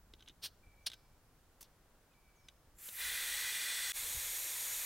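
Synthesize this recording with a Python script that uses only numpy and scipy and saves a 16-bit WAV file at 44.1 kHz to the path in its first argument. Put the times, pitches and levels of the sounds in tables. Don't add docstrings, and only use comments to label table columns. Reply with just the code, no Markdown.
import sys
import numpy as np
from scipy import signal
from scipy.fft import rfft, irfft
from scipy.io import wavfile
from scipy.ndimage import map_coordinates

SR = 44100
rng = np.random.default_rng(int(sys.argv[2]) if len(sys.argv) > 2 else 0)


def put_to_file(sound):
    columns = np.atleast_2d(sound).T
    safe = np.clip(columns, -1, 1)
    whole_steps = np.round(safe * 32767)
    wavfile.write(sys.argv[1], SR, whole_steps.astype(np.int16))


def invert_db(level):
    return 10 ** (np.asarray(level, dtype=float) / 20)


N = 214087


def rms_one(x):
    return x / np.sqrt(np.mean(x ** 2) + 1e-30)


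def in_time(rows):
    s, *columns = np.transpose(rows)
    return [np.interp(np.arange(N) / SR, s, c) for c in columns]


def coloured(spectrum, white):
    hz, db = np.transpose(spectrum)
    grid_hz = np.arange(N // 2 + 1) * SR / N + 1
    gain_db = np.interp(np.log(grid_hz), np.log(hz), db)
    return irfft(rfft(white) * invert_db(gain_db), N)


def drift(rate_hz):
    r = np.exp(-80 * np.pi * rate_hz / SR)
    white = rng.standard_normal(N // 40 + 2002)
    slow = signal.lfilter([1], [1, -2 * r, r * r], white)[2000:]
    return np.interp(np.arange(N) / 40, np.arange(len(slow)), rms_one(slow))


def ramp(start_s, rise_s):
    return np.clip((np.arange(N) / SR - start_s) / max(rise_s, 1 / SR), 0, 1)


def resonance(x, hz, width_hz):
    r = np.exp(-np.pi * width_hz / np.sqrt(np.sqrt(2) - 1) / SR)
    peak = [(1 - r * r) / 2, 0, (r * r - 1) / 2, 1, -2 * r * np.cos(2 * np.pi * hz / SR), r * r]
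    return signal.sosfilt([peak, peak], x)


def ring(x, hz, t60_s):
    r = invert_db(-60 / (t60_s * SR))
    w = 2 * np.pi * hz / SR
    return signal.lfilter([0, np.sin(w)], [1, -2 * r * np.cos(w), r * r], x + 1e-18)


def breeze(lumps_db=1.0):
    # start_s, rms_db
    strength = [(0, -64.5), (.6, -67), (1.3, -69), (2.2, -74), (2.72, -65.5), (2.88, -72.5), (3.05, -63.5),
                (3.6, -72), (4.1, -62), (4.3, -63), (4.45, -70.5), (4.86, -69.5)]
    # pitch_hz, level_db (per Hz)
    breeze_colour = [(8.8, -36), (15, 3.5), (55, 2), (225, -18.5), (300, -17.5), (390, -55), (660, -120)]
    noise = rms_one(coloured(breeze_colour, rng.standard_normal(N)))
    return invert_db(in_time(strength)[0] + lumps_db * drift(10.5)) * noise


def wood(level_db=-72.5, sway_db=0.45):
    # pitch_hz, level_db (per Hz)
    murmur = [(60, -16.5), (100, 0), (160, -3.5), (224, -6.5), (600, -8.5), (1450, -13), (2430, -22),
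              (8000, -31), (16000, -62)]
    return invert_db(level_db + sway_db * drift(2.1)) * rms_one(coloured(murmur, rng.standard_normal(N)))


def touches(count=7, spread_db=6.5, faint_treble_db=-21):
    # start_s, level_db, treble_db (per octave)
    clear = [(0.1363, -42.5, -4), (0.194, -57, -5), (0.2067, -52, -1), (0.2242, -45.5, -10),
             (0.261, -52, -14), (0.277, -40.5, -17), (0.2849, -43, 3.5), (0.295, -49, -10),
             (0.867, -33.5, 15.5), (0.8997, -40.5, 4), (0.917, -39, -1), (0.923, -44, -3),
             (0.9336, -41, -3), (0.939, -44, 4), (1.6283, -52, 16), (2.135, -63, -7), (2.485, -39, -3),
             (2.8878, -35, -4)]
    # start_s, length_s, level_db (of the strongest touch possible)
    fumbles = [(0.184, 0.028, -60), (0.273, 0.038, -50), (0.916, 0.028, -51.5)]
    faint = []
    for s, length_s, db in fumbles:
        for when, less in rng.random((count, 2)):
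            faint.append((s + length_s * when, db - 2 * spread_db * less, faint_treble_db))
    return np.transpose(clear + faint)


def ticks(contact_s=0.003, spread_db=2.5, crack_db=-16):
    # pitch_hz, level_db, t60_s
    modes = [(1545, -18, 0.055), (2040, -15.5, 0.017), (3100, -2, 0.01), (3490, 0.5, 0.0063),
             (3750, -2, 0.01), (3950, -7, .014), (5180, -6, 0.011), (6210, -5.5, 0.007),
             (7600, -11, 0.0027), (9720, -11, 0.0047)]
    s, db, treble_db = touches()
    at = np.round(s * SR).astype(int)
    contact = np.exp(-np.arange(900) / (contact_s * SR))
    luck = rng.standard_normal((len(at), len(modes)))

    def gritty(level_db):
        blows = np.zeros(N)
        blows[at] = invert_db(level_db)
        return signal.fftconvolve(blows, contact)[:N] * rng.standard_normal(N)

    out = resonance(gritty(db + crack_db + treble_db), 7300, 6800)
    for k, (hz, mode_db, t60_s) in enumerate(modes):
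        octaves = np.log2(max(hz, 3500) / 3500)
        mode_level_db = db + mode_db - 24.5 + treble_db * octaves + spread_db * luck[:, k]
        out += ring(gritty(mode_level_db), hz, t60_s)
    return out


def wheel_arch(x, sway_s=.000025):
    # delay_s, level_db
    echoes = [(.00085, -21.5), (.0023, -24), (.0061, -20), (0.0125, -18)]
    n = np.arange(N)
    out = x
    for delay_s, db in echoes:
        place = n - SR * (delay_s + sway_s * drift(0.97))
        out = out + invert_db(db) * map_coordinates(x, [place], order=3)
    return out


def trees(x, t60_s):
    tail = rng.standard_normal(SR) * invert_db(-60 * np.arange(SR) / SR / t60_s)
    return signal.fftconvolve(x, tail / np.sqrt(np.sum(tail ** 2)))[:N]


def bumps(cycles=5.0):
    # start_s, level_db, pitch_hz
    knocks = [(.137, -60, 334), (0.298, -60, 318), (0.668, -56, 89), (2.888, -55.5, 525),
              (4.146, -52.5, 120), (4.167, -50, 69)]
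    out = 0
    for s, db, hz in knocks:
        click = np.zeros(N)
        click[round(s * SR)] = -invert_db(db)
        push = ring(click, hz, 3 / hz) * hz / SR * 12
        out = out + ring(push, hz, cycles / hz)
    return out


def puffs(hold_share=0.77):
    # open_s (fully open), rms_db, rise_s, t60_s, brightness (0-1)
    short_leaks = [(0.441, -41.5, 0.027, 0.067, 0.2), (.8665, -34, 0.0074, 0.045, 0.03),
                   (0.93, -64, 0.016, 0.025, 0.3), (1.61, -51.5, 0.0054, 0.073, 1),
                   (1.628, -54, .0015, 0.014, 0.95), (1.64, -69, .012, .08, 0.1)]
    # pitch_hz, level_db (per Hz)
    dull_colour = [(300, -26), (1270, -17), (1570, -10), (2150, -14.5), (2950, 0.5), (4240, 3), (5910, -3),
                   (7330, -30), (9000, -4), (10300, -20), (14000, -27), (15800, -17)]
    bright_colour = [(300, -11), (3600, -10), (5500, -3.5), (9000, -7), (13000, -2.5), (15800, -7)]
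    t, out = np.arange(N) / SR, 0
    dull = rms_one(coloured(dull_colour, rng.standard_normal(N)))
    bright = rms_one(coloured(bright_colour, rng.standard_normal(N)))
    for s, db, rise_s, t60_s, share in short_leaks:
        dying_s = np.maximum(t - s - hold_share * rise_s, 0)
        shape = ramp(s - rise_s, rise_s) ** 2 * invert_db(db - 60 * dying_s / t60_s)
        share = np.clip(share, 0, 1)
        out = out + shape * (np.sqrt(1 - share) * dull + np.sqrt(share) * bright)
    return out


def birds(waver_db=5.5, glide_s=.028, edge_s=.012, fade_db_per_s=18):
    # start_s, length_s, first_hz, settled_hz, rms_db (before fading), hoarseness (share of pitch)
    notes = [(.625, .25, 2370, 2308, -74, .003), (2.108, .024, 2520, 2510, -78, .004),
             (2.135, .33, 2330, 2305, -80.5, .003), (.818, .2, 7300, 5050, -82.5, .012),
             (2.352, .14, 7200, 5130, -81, .011)]
    t, out = np.arange(N) / SR, 0
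    for s, length_s, first_hz, settled_hz, db, hoarse in notes:
        age_s = np.maximum(t - s, 0)
        glide_hz = settled_hz + (first_hz - settled_hz) * np.exp(-age_s / glide_s)
        hz = glide_hz * (1 + hoarse * drift(120))
        shape = ramp(s, edge_s) * (1 - ramp(s + length_s - edge_s, edge_s))
        flutter_db = waver_db * np.tanh(1.5 * drift(70))
        gain = shape * invert_db(db - fade_db_per_s * age_s + flutter_db)
        out = out + np.sqrt(2) * gain * np.sin(2 * np.pi * np.cumsum(hz) / SR)
    return out


def sliding(x, share):
    place = np.cumsum(1 + share * drift(1.5))
    return map_coordinates(x, [place], order=3, mode="mirror")


def jet(wander_db_per_khz=.17, flutter_db=.25, gust_db=.8, slide_per_khz=.0007):
    # start_s, rms_db
    opening = [(2.752, -85), (2.781, -70), (2.787, -60), (2.84, -51), (2.89, -47.5), (2.903, -52.5),
               (2.972, -47), (3.004, -41.5), (3.06, -40)]
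    # start_s, blend_s, level_db (against full flow)
    grips = [(2.75, .001, 1.5), (2.925, .085, 1), (3.921, 0.0011, -0.4)]
    # pitch_hz, level_db (per Hz)
    jet_colours = [
        [(180, -49), (300, -26), (988, -10), (2050, -3.5), (5180, -7.5), (8510, 0), (15700, -1)],
        [(150, -56), (250, -32), (520, -16.5), (700, -21), (900, -16.5), (1300, -15.5), (1550, -3.5),
         (1900, -9), (2230, -30), (2700, -8), (3300, -7), (5000, -13), (8200, -10.5), (11500, -12),
         (15800, -14.5)],
        [(150, -50), (250, -24.5), (520, -7.5), (700, -12.5), (1000, -8.5), (1300, -14.5), (1800, -5),
         (2950, -6.5), (3700, -1), (4900, -6), (7000, -0.5), (10500, -1.5), (12500, 1), (15800, -7)],
    ]
    # pitch_hz, width_hz, then level_db at even steps from the first to the last moment of the grip
    jet_peaks = [
        [(7270, 450, 9, -28), (10240, 170, 1, -3), (12340, 500, -3, -1), (1960, 190, -22, -1)],
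        [(1955, 158, 4.5, 3), (2427, 114, -1, -1.5), (3290, 94, -5, -9), (3508, 144, -3.5, 1.5),
         (3890, 54, -2, -5.5), (4154, 235, -4, -2), (4695, 300, -18, -8), (5666, 410, -14, -5.5),
         (6580, 270, -15, -5), (8070, 720, -11.5, -4), (9000, 83, -4, -4), (9470, 450, -8, -8),
         (10810, 360, -4, -13), (12330, 350, -5, -13), (13460, 140, -9, -7), (15100, 410, -7, -22)],
        [(1890, 930, -7.5, -9, -7), (3465, 250, -3, -13, -15), (3990, 310, -5, -8.5, -10),
         (5750, 200, -12, -6, -9), (6510, 120, -4, 3.5, 0), (6940, 400, -7, -5, -5.5),
         (8580, 490, -8, -1, -2.5), (7700, 200, -12, -7, -7), (9100, 99, -3, -2, -2),
         (11830, 180, -3, -2.5, -6), (12280, 240, -8, -2, 0), (12900, 280, -22, 0, -4),
         (10850, 250, 0, -9, -12), (15300, 280, -5, -8, -17)],
    ]
    between_db = [-7.5, 0, -5]
    out = 0
    taken = [ramp(s, blend_s) for s, blend_s, db in grips] + [np.zeros(N)]
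    ends_s = [s + blend_s for s, blend_s, db in grips[1:]] + [N / SR]
    flow = invert_db(in_time(opening)[0])
    for g, (start_s, blend_s, grip_db) in enumerate(grips):
        white = rng.standard_normal((3, N))
        hiss = invert_db(between_db[g]) * coloured(jet_colours[g], white[2])
        for k, (hz, width_hz, *steps_db) in enumerate(jet_peaks[g]):
            khz = hz / 1000
            steps_s = np.linspace(start_s, ends_s[g], len(steps_db))
            db, = in_time(list(zip(steps_s, steps_db)))
            blown = sliding(resonance(white[k % 2], hz, width_hz), slide_per_khz * khz)
            db = db + wander_db_per_khz * khz * drift(2.4) + gust_db * drift(25)
            hiss += invert_db(db) * blown
        held = np.sqrt(np.maximum(taken[g] ** 2 - taken[g + 1] ** 2, 0))
        gain = flow * invert_db(grip_db) * held
        hiss_rms = np.sqrt(np.sum((gain * hiss) ** 2) / np.sum(gain ** 2))
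        out = out + gain * invert_db(flutter_db * drift(2.8)) * hiss / hiss_rms
    return out


def scene():
    break_s, return_s, return_curve = 3.9205, 0.045, 1.42
    gauge, leaks, calls = ticks(), puffs(), birds()
    midrange = resonance(gauge + leaks, 4400, 2200)
    far = invert_db(-2) * trees(calls, t60_s=1.2) + invert_db(-26) * trees(midrange, t60_s=.55)
    heard = wheel_arch(jet() + gauge) + leaks + calls + far + bumps() + breeze() + wood()
    heard = heard * (1 - ramp(break_s, 0) + ramp(break_s, return_s) ** return_curve)
    return np.stack([heard, heard])


def top_cut(x):
    return signal.sosfilt(signal.butter(12, 16790, fs=SR, output="sos"), x)


def record(dry):
    hiss_db, cutoff_hz = -74, 15790
    # pitch_hz, level_db (per Hz)
    self_noise = [(50, 8.5), (500, -3), (3000, -4.5), (16000, -5)]
    hiss = [rms_one(coloured(self_noise, rng.standard_normal(N))) for channel in dry]
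    passed = np.arange(N // 2 + 1) * SR / N < cutoff_hz
    mix = irfft(rfft(dry + invert_db(hiss_db) * np.array(hiss)) * passed, N)
    return top_cut(mix)


dry = scene()
out = record(dry)
put_to_file(out)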